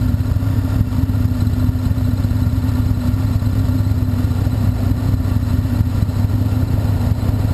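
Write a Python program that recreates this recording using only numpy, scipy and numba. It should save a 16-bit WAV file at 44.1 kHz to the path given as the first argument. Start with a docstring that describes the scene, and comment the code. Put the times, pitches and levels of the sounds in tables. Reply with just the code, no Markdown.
"""A loping V-twin idle, right at the microphone of a camera on a motorcycle in a traffic queue.
Gas pulses ring the pipe and the cases rattle; one cylinder fires evenly, the other now and then
misfires and barks on the next cycle. Close by a car idles, its slipping belt chirping; tyres roll past
in the next lane, and a low note wavers underneath. The camera's gain control creeps up in each misfire
and ducks on the bark; its coarse converter mirrors the sound into the treble."""
import sys
import numpy as np
from scipy import signal
from scipy.fft import rfft, irfft
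from scipy.io import wavfile
from scipy.ndimage import uniform_filter1d
from numba import njit

SR = 44100
rng = np.random.default_rng(int(sys.argv[2]) if len(sys.argv) > 2 else 0)


def wav_record(signal):
    """Record a signal, one row per channel, as 16-bit PCM in the file named by sys.argv[1]."""
    frames = np.transpose(np.atleast_2d(signal))
    bounded = np.clip(frames, -1, 1)
    # unit amplitude maps onto the largest positive 16-bit level
    quanta = np.round(bounded * 32767).astype(np.int16)
    wavfile.write(sys.argv[1], SR, quanta)


N = 332073
T = np.arange(N) / SR

# the bike's idle, under the microphone (time [s], speed [four-stroke cycles/s])
IDLE_SPEED = [(0.0, 8.805), (0.28, 9.088), (0.85, 8.85), (1.27, 9.237), (2.08, 8.91), (2.66, 9.144),
              (3.02, 8.793), (3.31, 9.098), (3.63, 8.889), (3.85, 9.082), (5.29, 8.856), (5.78, 9.165),
              (5.95, 9.057), (6.54, 9.37), (6.96, 8.97), (7.53, 9.189)]
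# gas pulses of one cycle: uneven cylinder's exhaust, its intake, steady cylinder's exhaust, its intake
# (place in the cycle [0-1], relative level [dB], scatter [dB])
GAS_PULSES = [(.345, -3.5, 0.93), (.612, -4.5, 1), (.91, -1.5, 0.84), (.175, -8.5, 3.5)]
# misfires of the uneven cylinder (time [s], level against its usual push [dB])
MISFIRE_DIPS = [(.03, -4), (.25, -4), (.70, -7.5), (.92, -7), (1.36, -18), (1.58, -4.5), (1.80, -10),
                (3.02, -17), (4.36, -6), (4.58, -3.5), (4.80, -9), (5.02, -6), (5.25, -1), (5.47, -8),
                (5.69, -15), (5.92, -8), (6.13, -11), (7.001, -6)]
# its hardest firings, most of them one cycle after a misfire (time [s], relative level [dB])
HARD_FIRINGS = [(0.1446, -8), (0.3653, -13), (0.5839, -6.5), (0.8113, -3), (1.035, -9.5), (1.2553, -6.5),
                (1.4721, -12), (1.693, -7), (1.9134, -6.5), (2.469, -2.5), (2.9122, -14), (3.3592, -13.5),
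                (3.9168, -10.5), (4.0274, -11), (4.2464, -12), (4.4705, -7.5), (4.6928, -8.5), (4.917, -13),
                (5.143, -6), (5.3659, -11), (5.589, -5.5), (5.81, -6.5), (6.028, -5), (6.25, -18),
                (7.1188, -6)]
# modes of the exhaust pipe and air box (frequency [Hz], width [Hz], relative level [dB])
PIPE_MODES = [(57.6, 5.4, -8.5), (84.6, 8.4, -5), (100.7, 14.44, -0.5), (116, 180, -8), (196.7, 43, -5.5),
              (256.5, 15.3, -3), (278.2, 5.5, -15)]
# broad ring of engine cases and covers (frequency [Hz], relative level [dB])
CASE_SPECTRUM = [(180, -5.5), (300, -7.5), (437, 2), (471, -4), (608, -1.5), (804, -7.5), (886, -4),
                 (1280, -7.5), (1410, -9.5), (1590, -14), (1860, -8.5), (2050, -15.5), (3380, -18.5),
                 (4110, -16), (5500, -14), (7150, -26), (12100, -120)]
# sharper modes of the covers (frequency [Hz], width [Hz], relative level [dB])
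COVER_MODES = [(588, 46, 2), (723, 43, -6), (918, 68, 1.5), (1153, 44, -2), (1378, 45, -3),
               (1755, 44, -6.5), (2702, 37, -9), (2943, 30, -14), (3540, 67, -9)]
# engine of the car waiting close by (time [s], speed [belt turns/s])
BELT_SPEED = [(0.0, 15.493), (0.9, 16.005), (1.54, 15.64), (3.69, 15.478), (4.46, 14.793), (5.44, 15.533),
              (5.98, 15.059), (6.78, 15.366), (7.53, 14.354)]
# its knocks (place in the turn [0-1], half-length [turns], pitch [Hz], waver [Hz], relative level [dB])
CAR_KNOCKS = [(.4, 0.053, 600, 13.95, 0.5), (0.86, 0.051, 600, 14, -12.5), (0.06, 0.1, 1395, 21.95, -5.5),
              (0.62, 0.032, 1385, 22.5, -6), (0.4, 0.12, 1600, 50, -18.5)]
# its belt's chirps (place in the turn [0-1], half-length [turns], pitch [Hz], glide [Hz/turn],
# relative level [dB], share of the drawing out [0-1])
BELT_CHIRPS = [(-.04, 0.047, 4040, 500, 2.5, 0.95), (.18, 0.13, 4050, -300, -8, 0.9),
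               (.48, 0.049, 4310, -500, -5, .3)]
# bouts in which the belt slips (start [s], end [s], relative level [dB])
BELT_SLIPS = [(-.1, .42, -4), (.93, 1.37, -5), (1.37, 7.7, 0)]
# cars in the next lane (time when nearest [s], level [dB], time to drive its distance from the bike [s])
PASSING_CARS = [(4.68, -35.8, 0.44), (6.1, -46, .3), (7.2, -34, 1)]
# tyres on the road (frequency [Hz], relative level [dB])
TYRE_SPECTRUM = [(60, -2.5), (350, -1.5), (500, 0.5), (680, -1), (950, -6.5), (1400, -25), (2500, -21.5),
                 (5500, -38)]


def exhaust(cycles, push_cycles=0.0096, puff_cycles=0.21, jitter_cycles=0.0043, sag_s=0.014,
            pipe_db=-16, gas_db=-27.5, low_cut_hz=43):
    """Each valve opening pushes a slug of gas that rings the pipe; turbulence follows. Misfires sag."""
    sag_db = sum(db * bell(T - when, sag_s) for when, db in MISFIRE_DIPS)
    pulses, flow = 0, 0
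    for place, db, scatter_db in GAS_PULSES:
        late = offset(cycles, place) + jitter_cycles * each_turn(cycles, place)
        size = undb(db + sag_db + scatter_db * each_turn(cycles, place))
        pulses = pulses - size * bell(late, push_cycles)
        flow = flow + size * bell(late, puff_cycles)
    turbulence = (.5 + flow) * rng.standard_normal(N)
    gas = colour(turbulence, [(20, -26), (60, 0.5), (100, -2.5), (160, 4.5), (255, -0.5),
                              (330, -10.5), (700, -19), (3000, -35)])
    pipe = level(ring(pulses, PIPE_MODES), pipe_db) + level(ring(gas, PIPE_MODES), gas_db)
    # the microphone thins out the exhaust's deepest bass
    return signal.sosfilt(signal.butter(2, low_cut_hz, "high", fs=SR, output="sos"), pipe)


def barks(rise_s=0.0012, length_s=0.005, swing_gain_db=-5.0, ring_db=-33, lean=0.36):
    """A hard firing leaves the pipe as one steep pressure swing, leaning outward, and rings its modes."""
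    swing = np.zeros(N)
    for when, db in HARD_FIRINGS:
        middle = int(when * SR)
        near = slice(max(middle - SR // 20, 0), middle + SR // 20)
        t = T[near] - when
        swing[near] += undb(db) * (np.tanh(t / rise_s) + lean) * np.exp(-(t / length_s) ** 2)
    swing = colour(swing, [(15, -45), (48, -11), (80, -1.5), (260, -3.5), (420, -23)])
    ringing = ring(swing, [(248.5, 20.4, 15.5), (85.4, 5.8, -7.5)])
    return undb(swing_gain_db) * swing + level(ringing, ring_db)


def clatter(cycles, case_db=-37.5, cover_db=-42, stroke_depth=0.03, grit_db=2.0, waver_db=0.6):
    """Valve gear and pistons rattle the cases near the microphone, a little busier once a crank turn."""
    crank_turns = 2 * (cycles - .4)
    drive = (1 + stroke_depth * np.cos(2 * np.pi * crank_turns)) * undb(waver_db * wander(samples=1500))
    cases = colour(drive * grit(grit_db), CASE_SPECTRUM)
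    covers = ring(drive * grit(grit_db), COVER_MODES)
    return level(cases, case_db) + level(covers, cover_db)


def waiting_car(turns, knock_db=-42.5, scatter_db=1.0, tick_db=-44.5, tick_turns=0.13, hum_db=-35,
                fade_db_per_s=0.5):
    """Close by, an engine's knocks and ticks slowly settle; its exhaust hums at three firings a turn."""
    knocks = 0
    for place, length, hz, waver_hz, db in CAR_KNOCKS:
        size = undb(db + scatter_db * each_turn(turns, place)) * bell(offset(turns, place), length)
        knocks = knocks + size * tone(hz + waver_hz * wander(samples=200))
    firings = 3 * turns
    bursts = rng.standard_normal(N) * bell(offset(firings, 0.14), tick_turns)
    ticks = colour(bursts, CASE_SPECTRUM)
    hum = np.sin(2 * np.pi * firings)
    rattle = level(knocks, knock_db) + level(ticks, tick_db)
    return rattle * undb(-fade_db_per_s * T) + level(hum, hum_db)


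def belt_chirps(turns, gain_db=-39, scatter_db=2, rough_hz=55, thinning=0.62,
                full_stretch=3.16, growth_middle_s=3.8, growth_s=0.46):
    """That car's belt slips and squeaks at the same places each turn; the slips draw out and soften."""
    bouts = sum(undb(db) * ((T >= start) & (T < end)) for start, end, db in BELT_SLIPS)
    slipping = uniform_filter1d(bouts, size=2000)
    growth = (full_stretch - 1) / (1 + np.exp((growth_middle_s - T) / growth_s))
    squeak = 0
    for place, length, hz, glide, db, share in BELT_CHIRPS:
        late = offset(turns, place)
        stretch = 1 + share * growth
        pitch = hz + glide * late / stretch + rough_hz * wander(samples=50)
        size = undb(db + scatter_db * each_turn(turns, place)) * bell(late, length * stretch)
        squeak = squeak + size / stretch ** thinning * tone(pitch)
    return squeak * slipping * undb(gain_db)


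def drone(start_hz=253.2, sink_hz_per_s=1.1, waver_hz=8, base_db=-25, fade_db_per_s=0.54, flutter_db=2):
    """Under the idle, a low note wavers in pitch and level while it slowly sinks and fades."""
    pitch = start_hz - sink_hz_per_s * T + waver_hz * wander(samples=900)
    envelope = undb(flutter_db * wander(samples=1500) - fade_db_per_s * T)
    return level(tone(pitch), base_db) * envelope


def traffic(far_db=-43.5, throb_hz=21.1, throb_db=-47):
    """Tyres swell and fade in the next lane over distant traffic; the car in front throbs very low."""
    passing_power = sum((undb(db) / (1 + ((T - when) / pass_s) ** 2)) ** 2
                        for when, db, pass_s in PASSING_CARS)
    road = level(colour(rng.standard_normal(N), TYRE_SPECTRUM), 0)
    tyres = road * np.sqrt(undb(far_db) ** 2 + passing_power)
    return tyres + level(np.sin(2 * np.pi * throb_hz * T), throb_db)


def undb(db):
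    """Decibels to gain."""
    return 10 ** (np.asarray(db) / 20)


def level(x, db):
    """Scale to an rms level."""
    return x * undb(db) / np.sqrt(np.mean(x ** 2))


def bell(distance, width):
    """A Gaussian bump, 1 at zero distance."""
    return np.exp(-.5 * (distance / width) ** 2)


def tone(hz):
    """A sine that follows a changing pitch."""
    return np.sin(2 * np.pi * np.cumsum(hz) / SR)


def colour(x, points):
    """Filter by a spectrum (frequency [Hz], gain [dB])."""
    hz, db = np.transpose(points)
    bins_hz = np.maximum(np.arange(N // 2 + 1) * SR / N, 1)
    gain = undb(np.interp(np.log(bins_hz), np.log(hz), db))
    return irfft(rfft(x) * gain, N)


def ring(x, modes):
    """Drive damped modes (frequency [Hz], width [Hz], gain [dB])."""
    t = T[:SR // 2]
    response = sum(undb(db) * np.exp(-np.pi * abs(width) * t) * np.cos(2 * np.pi * hz * t)
                   for hz, width, db in modes)
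    return signal.fftconvolve(x, response)[:N]


def count_turns(speeds):
    """Turns made so far by a shaft, from rows of (time [s], speed [turns/s])."""
    return np.cumsum(np.interp(T, *np.transpose(speeds))) / SR


def offset(turns, place):
    """Signed distance, in turns, from the nearest pass of a place on the shaft."""
    return (turns - place + .5) % 1 - .5


def each_turn(turns, place):
    """One random value for each pass of a place on the shaft."""
    passes = np.floor(turns - place + .5).astype(int)
    return rng.standard_normal(512)[passes + 2]


def grit(spread_db):
    """Dense tiny impacts of unequal size: noise whose level jumps every 32 samples."""
    noise = rng.standard_normal(N)
    sizes_db = spread_db * np.repeat(rng.standard_normal(N // 32 + 1), 32)[:N]
    return level(noise * undb(sizes_db), 0)


def wander(samples):
    """Smooth random wavering with a spread of 1."""
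    smoothed = uniform_filter1d(rng.standard_normal(N), samples, mode="wrap")
    return level(uniform_filter1d(smoothed, samples, mode="wrap"), 0)


def scene():
    """The bike and the queue around it, as they reach the one microphone."""
    cycles = .0916 + count_turns(IDLE_SPEED)
    turns = -.272 + count_turns(BELT_SPEED)
    bike = exhaust(cycles) + barks() + clatter(cycles)
    return (bike + drone() + waiting_car(turns) + belt_chirps(turns) + traffic())[None]


@njit
def duck(x, top, knee, fall, recover, lag, cut_db):
    """Turn the gain down while the output is over the top, and let it creep back; rates per sample."""
    out, applied_db = np.empty(len(x)), cut_db
    for i in range(len(x)):
        out[i] = x[i] * 10 ** (-applied_db / 20)
        over = (abs(out[i]) / top) ** knee
        cut_db += fall * over / (1 + over) - recover * cut_db
        applied_db += (cut_db - applied_db) * lag
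    return out


def gain_control(x, boost_db=6.5, top_db=-7.0, knee=8.0, fall_db_per_s=2400, release_s=0.14, lag_s=0.0047):
    """The camera boosts quiet moments, ducks a little late on peaks and creeps back afterwards."""
    fall, recover, lag = fall_db_per_s / SR, 1 / (release_s * SR), 1 / (lag_s * SR)
    return duck(x * undb(boost_db), undb(top_db), knee, fall, recover, lag, boost_db)


def converter(x):
    """Sampled at 12 kHz and held in steps, which mirrors the sound about 6 and 12 kHz."""
    band = signal.sosfilt(signal.butter(16, 5500, fs=SR, output="sos"), x)
    coarse = signal.resample_poly(band, 40, 147, window=("kaiser", 3))
    steps = np.repeat(coarse, 4)  # at 48 kHz
    return signal.resample_poly(steps, 147, 160)[:N]


def record(dry):
    """The camera on the bike: gain control, the stepped converter, then a steep cut near 15 kHz."""
    top_cut = signal.ellip(10, .2, 80, 15050, fs=SR, output="sos")
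    return signal.sosfilt(top_cut, converter(gain_control(dry[0])))[None]


dry = scene()
out = record(dry)
wav_record(out)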